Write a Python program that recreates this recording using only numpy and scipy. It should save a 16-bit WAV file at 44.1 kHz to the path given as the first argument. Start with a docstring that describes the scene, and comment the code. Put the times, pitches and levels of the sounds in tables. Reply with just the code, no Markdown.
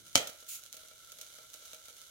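"""A kitchen, with a full pot of popcorn on the stove. One late kernel bursts: a hard crack
that rings the pot and bounces around the room. Flakes land and settle with taps and dull
thuds, and a short jet of steam escapes. Under the heap hot oil keeps spitting and sizzling,
its tiny bubbles coloured by the hollow of the pot. A low room rumble lies below."""
import sys
import numpy as np
from scipy import signal
from scipy.fft import rfft, irfft
from scipy.io import wavfile

SR = 44100
rng = np.random.default_rng(int(sys.argv[2]) if len(sys.argv) > 2 else 0)


def digitize_waveform(pressure):
    """Quantize a signal to 16-bit integers and store it at the path in sys.argv[1].

    Rows of a 2-D input are taken as channels; values are limited to [-1, 1].
    """
    field = np.atleast_2d(pressure).T
    bounded = np.clip(field, -1, 1)
    quanta = np.round(bounded * 32767).astype(np.int16)
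    wavfile.write(sys.argv[1], SR, quanta)


N = 92610

# How alike left and right are: freq_hz, likeness (1 and above is mono)
STEREO_LIKENESS = [(30, 0.2), (100, -0.2), (300, 1.3), (600, 0.23), (1000, 0.15), (2300, 0.56),
                   (3500, 0.1254), (16000, 0.13)]


def pop(size=16384):
    """The kernel bursts; the pot rings, near surfaces echo and the room fills."""
    # Hull split, main burst, last snap: start_s, level_db, length_s
    stages = [(0.1513, -17, 0.003), (.1553, 0, 0.00076), (.1569, -10, .0004)]
    # Body and bite of the crack: freq_hz, gain_db
    crack_eq = [(30, -19), (70, -3), (115, 5), (170, 5), (215, 4.5), (290, 15), (400, 7), (500, 11.5),
                (620, 14), (760, 6), (880, 9), (1100, 1), (1350, 11.5), (1650, 3.5), (2300, 12),
                (2700, 9.5), (3100, 17.5), (3800, 10.5), (4500, 13.5), (6700, 15), (8000, 7.5),
                (11500, 2.5), (16000, -4.5)]
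    crack = colour(clicks(stages, size), crack_eq)
    burst_s = stages[1][0]
    mix = np.zeros((2, N))
    for layer in (crack, early_echoes(crack), room_tail(crack)):
        add(mix, 0, layer)
    add(mix, burst_s, pot_ring())
    return mix


def pot_ring(size=16384):
    """One blow sets the pot's modes ringing, each a sine dying at its own rate."""
    # Modes of the pot: pitch_hz, level_db, t60_s
    modes = [(283.2, -45.5, 0.21), (323.5, -47.5, 0.26), (481, -52.5, 0.18), (559, -48.5, 0.26),
             (634.2, -47, .27), (859, -47, 0.15), (1373, -49.5, 0.39), (2150, -49, 0.073),
             (2300, -31.5, 0.097), (3045, -30.5, 0.12), (3144, -33, 0.12), (3240, -40, .14),
             (4026, -38, 0.2), (5360, -49, 0.12), (5626, -39, .12), (6160, -33.5, .16), (6765, -30.5, 0.13)]
    t = np.arange(size) / SR
    ring = np.zeros((2, size))
    for hz, db, t60 in modes:
        phase_cycles = rng.random((2, 1)) * (1 - curve_at(STEREO_LIKENESS, hz)) / 2
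        ring += amp(db - 60 * t / t60) * np.sin(2 * np.pi * (hz * t + phase_cycles))
    return ring


def oil_spits(level_db=-7.5):
    """Hot oil spits in small, sharp ticks."""
    # Single spits: start_s, level_db, length_s
    spits = [(0.064, -21, 0.0025), (0.086, -21, .003), (0.13, -18.5, .0006), (0.144, -19, 0.0019),
             (.2722, -2, .0026), (0.296, -12, 0.0045), (.3346, -21, 0.00036), (0.406, -17.5, 0.0044),
             (0.465, -16.5, 0.0095), (0.533, -12.5, 0.00025), (0.554, -12.5, 0.0013), (0.5955, -19, .0005),
             (0.6373, -14, 0.00046), (.6623, -15.5, 0.0011), (.7279, -8, 0.00022), (.7315, -16, 0.0025),
             (0.7415, -12.5, 0.0065), (0.767, -12, 0.0026), (0.876, -22, .002), (.8848, -18.5, 0.0016),
             (1.1188, -11, 0.0027), (1.186, -13.5, 0.0022), (1.2123, -6, .0025), (1.266, -18.5, 0.00089),
             (1.332, -25, 0.00086), (1.387, -25, .0015), (1.502, -19, .0005), (1.5342, -15, .001),
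             (1.5396, -9.5, 0.0022), (1.573, -27, 0.00039), (1.6543, -13, 0.0042), (1.682, -28, .001),
             (1.732, -12, 0.0014), (1.7452, -13, 0.0019), (1.8548, -16.5, 0.0015), (1.8836, -15.5, 0.0011),
             (1.966, -17.5, .003), (2.0156, -18, 0.00057)]
    # Thin, bright tick: freq_hz, gain_db
    spit_eq = [(100, -41), (1000, -20), (1400, -4.5), (1800, -12.5), (3300, 0), (5000, -3.5), (6500, 2),
               (8000, -3), (12000, -3.5), (16000, -5.5)]
    return amp(level_db) * colour(clicks(spits, N), spit_eq)


def settling_flakes(contact_s=0.0021, knock_db=0.5):
    """Flakes tap the pot and set it ringing, some with a dull thud."""
    # Landings: start_s, tap_db, thud_db
    landings = [(.2725, -19.5, -19), (.292, -15, -11), (.425, -21.5, -41), (.742, -19.5, -24),
                (.772, -24, -26), (.832, -23, -38), (.912, -21, -32), (1.122, -25.5, -49), (1.19, -21, -36),
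                (1.222, -24.5, -35), (1.385, -19, -32), (1.44, -27, -35), (1.545, -20.5, -33),
                (1.622, -23.5, -35), (1.732, -16, -25), (1.882, -21, -27), (1.905, -27.5, -29)]
    # Hollow knock: freq_hz, gain_db
    knock_eq = [(40, -25), (250, -20.5), (400, -10.5), (480, -1), (540, -6.5), (620, 0.5), (720, -12.5),
                (1000, -22), (1230, -5.5), (1350, 8), (1500, -8.5), (1750, -19.5), (2200, -8),
                (2600, -12.5), (3500, -2), (6000, -11), (16000, -19)]
    # How a soft flake drives the ring: freq_hz, gain_db
    ring_eq = [(100, -14), (330, -11), (480, -1), (630, 0), (900, -13), (1400, 1), (2200, -10.5),
               (4000, -22), (16000, -53)]
    # Bassy thud: freq_hz, gain_db
    thud_eq = [(40, -26), (110, -14), (190, -7.5), (310, -4), (450, -6.5), (1000, -25.5), (16000, -52)]
    taps, thuds = np.zeros((2, 2, N))
    for start_s, tap_db, thud_db in landings:
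        contact = click(contact_s)
        add(taps, start_s, amp(tap_db) * contact)
        add(thuds, start_s, amp(thud_db) * contact)
    knock = amp(knock_db) * colour(taps, knock_eq)
    ring = convolve(taps, colour(pot_ring(), ring_eq))
    return knock + ring + colour(thuds, thud_eq)


def steam_jet(start_s=0.4806, rise_s=0.0097, stop_s=0.561, sag_db_per_s=-24, release_db_per_s=-330):
    """A kernel vents: a short hiss with a faint whistle in it."""
    # Hiss with a whistling peak: freq_hz, gain_db
    jet_eq = [(200, -77), (1100, -67), (1400, -48), (1750, -61), (2300, -45.5), (3300, -44), (5500, -43),
              (6400, -41), (7000, -32), (7700, -40.5), (11000, -39.5), (14500, -39.5), (16000, -41)]
    t = np.arange(N) / SR
    age = np.maximum(t - start_s, 0)
    attack = np.minimum(age / rise_s, 1)
    decay = amp(sag_db_per_s * age + release_db_per_s * np.maximum(t - stop_s, 0))
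    return colour(noise(N) * attack * decay, jet_eq)


def oil_sizzle(bubbles_per_s=1300, spread_db=3, bubble_db=-3.5, fizz_db=-4.5, size_count=6):
    """Tiny bubbles break over a fine fizz and sound the hollow of the pot."""
    # Swells and dips of the sizzle: time_s, level_db
    swells = [(0, 0), (.03, -4.5), (0.071, 0.5), (.115, -1), (.36, -2.5), (.41, 0), (.45, -2.5), (.66, 0),
              (.71, -4.5), (.81, 0), (.92, -2), (.99, -1), (1.03, -0.5), (1.12, -0.5), (1.171, 0),
              (1.38, 1), (1.438, 0.5), (1.468, -3), (1.55, 1), (1.75, 1.5), (1.785, -2), (1.89, 1),
              (1.93, -1.5), (1.97, 0.5), (2.1, -0.5)]
    # Sizzle through the pot's hollow: freq_hz, gain_db
    hollow_eq = [(100, -75), (380, -61.5), (480, -59), (630, -53), (740, -62), (1000, -62.5), (1230, -62.5),
                 (1345, -42), (1470, -48.5), (1730, -61.5), (1900, -63), (2150, -51), (2350, -54.5),
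                 (2500, -63), (2950, -50), (3550, -48.5), (4050, -49.5), (4900, -54), (6300, -49),
                 (7500, -53.5), (11000, -53.5), (13000, -56.5), (16000, -60)]
    bubbles = np.zeros((2, N))
    for length_s in np.geomspace(.0002, .0015, num=size_count):
        strengths = amp(spread_db * np.minimum(rng.exponential(1, N), 4.5))
        breaks = rng.random(N) < bubbles_per_s / size_count / SR
        bubbles += convolve(click(length_s), strengths * breaks)
    frying = amp(bubble_db) * bubbles / bubbles.std() + amp(fizz_db) * noise(N)
    envelope = amp(np.interp(np.arange(N) / SR, *np.transpose(swells)))
    return colour(frying * envelope, hollow_eq)


def early_echoes(x, size=4096):
    """Smeared reflections come off the stove back, hood and wall."""
    # Reflections: delay_s, level_db, smear_s
    reflections = [(.0053, -7, 0.0017), (.0072, -20, 0.00088), (0.0112, -22, 0.005), (0.0186, -10, 0.00348),
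                   (.023, -18, 0.0033)]
    # Colour of the surfaces: freq_hz, gain_db
    surface_eq = [(100, 4.5), (600, -3), (3000, -1), (6500, -2.5), (9000, 0.5), (16000, -4.5)]
    return convolve(x, colour(clicks(reflections, size), surface_eq))


def room_tail(x, onset_s=0.0057, size=32768):
    """The kitchen's diffuse reverb, each band dying at its own speed."""
    # Reverb times: freq_hz, t60_s
    decay_times = [(60, 0.28), (250, 0.31), (650, .38), (1400, 0.45), (3000, 0.34), (7000, .33),
                   (16000, .3)]
    # Colour of the reverb: freq_hz, gain_db
    room_eq = [(60, -40), (130, -33.5), (260, -38), (450, -28.5), (650, -30), (1000, -36), (1800, -32.5),
               (3100, -36.5), (6200, -42), (9000, -39.5), (16000, -32)]
    hz, t, bands = signal.stft(noise(size), SR, nperseg=256)
    decay = amp(-60 * t / curve_at(decay_times, hz)[:, None])
    tail = signal.istft(bands * decay, SR, nperseg=256)[1]
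    tail *= np.minimum(np.arange(tail.shape[1]) / SR / onset_s, 1)
    return convolve(x, colour(tail, room_eq))


def handling_shuffle(fade_db_per_s=-62.5):
    """A soft, low shuffle of handling fades away at the start."""
    # Muffled bump: freq_hz, gain_db
    shuffle_eq = [(30, -57), (110, -40.5), (220, -52), (350, -50), (550, -62.5), (2000, -85)]
    return colour(noise(N), shuffle_eq) * amp(fade_db_per_s * np.arange(N) / SR)


def room_rumble():
    """A steady bed of low room noise."""
    # Bass-heavy room tone: freq_hz, gain_db
    rumble_eq = [(10, -62), (30, -65), (60, -51), (110, -52.5), (160, -58.5), (220, -66.5), (330, -61.5),
                 (500, -71), (1500, -76.5), (16000, -81)]
    return colour(noise(N), rumble_eq)


def click(length_s, scatter_hz=950, size=2048):
    """A flat-spectrum click of unit energy: one clean push in the bass, scattered in the treble."""
    t, hz = np.arange(size) / SR, np.fft.rfftfreq(size, 1 / SR)
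    grit = rfft(rng.standard_normal((2, size)) * np.exp(-(t / (2 * length_s)) ** 2))
    push = np.exp(-2j * np.pi * hz * length_s)
    scatter = hz ** 2 / (hz ** 2 + scatter_hz ** 2)
    spectrum = scatter * grit / (abs(grit) + 1e-12) + (1 - scatter) * push
    wave = irfft(spectrum / (abs(spectrum) + 1e-12))[:, :size // 2]
    return wave / np.linalg.norm(wave, axis=1, keepdims=True)


def clicks(events, size):
    """A stereo track with one click for each event."""
    track = np.zeros((2, size))
    for start_s, db, length_s in events:
        add(track, start_s, amp(db) * click(length_s))
    return track


def noise(size):
    """Stereo white noise whose width varies with frequency."""
    common, separate = rfft(rng.standard_normal((2, size)))
    likeness = np.clip(curve_at(STEREO_LIKENESS, np.fft.rfftfreq(size, 1 / SR)), -1, 1)
    right = likeness * common + np.sqrt(1 - likeness ** 2) * separate
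    return irfft(np.array([common, right]), size)


def colour(x, eq, size=4096):
    """Minimum-phase EQ through (freq_hz, gain_db) points."""
    log_gain = np.log(amp(curve_at(eq, abs(np.fft.fftfreq(size, 1 / SR)))))
    spectrum = np.exp(np.conj(signal.hilbert(log_gain)))
    return convolve(x, np.fft.ifft(spectrum).real[:size // 2])


def convolve(x, response):
    """Convolution, cut to the length of the scene."""
    return signal.oaconvolve(x, np.atleast_2d(response), axes=1)[:, :N]


def curve_at(points, hz):
    """Reads a curve on a log-frequency axis."""
    freqs, values = np.transpose(points)
    return np.interp(np.log(hz + 1), np.log(freqs), values)


def add(mix, start_s, sound):
    """Mixes a stereo sound in at start_s."""
    part = mix[:, round(start_s * SR):][:, :sound.shape[1]]
    part += sound[:, :part.shape[1]]


def amp(db):
    """Decibels to gain."""
    return 10 ** (np.asarray(db) / 20)


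def scene(reverb_send_db=-3.5):
    """The pop over spits, flakes, steam and sizzle, all in the kitchen."""
    spits = oil_spits()
    patter = spits + settling_flakes()
    space = early_echoes(spits) + amp(reverb_send_db) * room_tail(patter)
    return pop() + patter + space + steam_jet() + oil_sizzle() + handling_shuffle() + room_rumble()


def record(dry, ceiling=0.97, cutoff_hz=16000):
    """Each side gets its own colour, the pop clips softly and a low-pass trims the top."""
    # Stereo balance: freq_hz, left_minus_right_db
    balance = [(100, 2.5), (300, -2), (480, -6), (680, -2.5), (1000, 2), (1400, 3.5), (1900, -5),
               (2400, -3.5), (3000, 5), (3800, -5), (5000, -1.5), (6400, -10.5), (8200, 2.5), (10500, -2.5),
               (12300, 1), (14500, -2.5)]
    left = colour(dry[:1], [(hz, db / 2) for hz, db in balance])
    right = colour(dry[1:], [(hz, -db / 2) for hz, db in balance])
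    limited = ceiling * np.tanh(np.vstack([left, right]) / ceiling)
    lowpass = signal.firwin(511, cutoff_hz, window=("kaiser", 9), fs=SR)
    return signal.oaconvolve(limited, lowpass[None], "same")


dry = scene()
out = record(dry)
digitize_waveform(out)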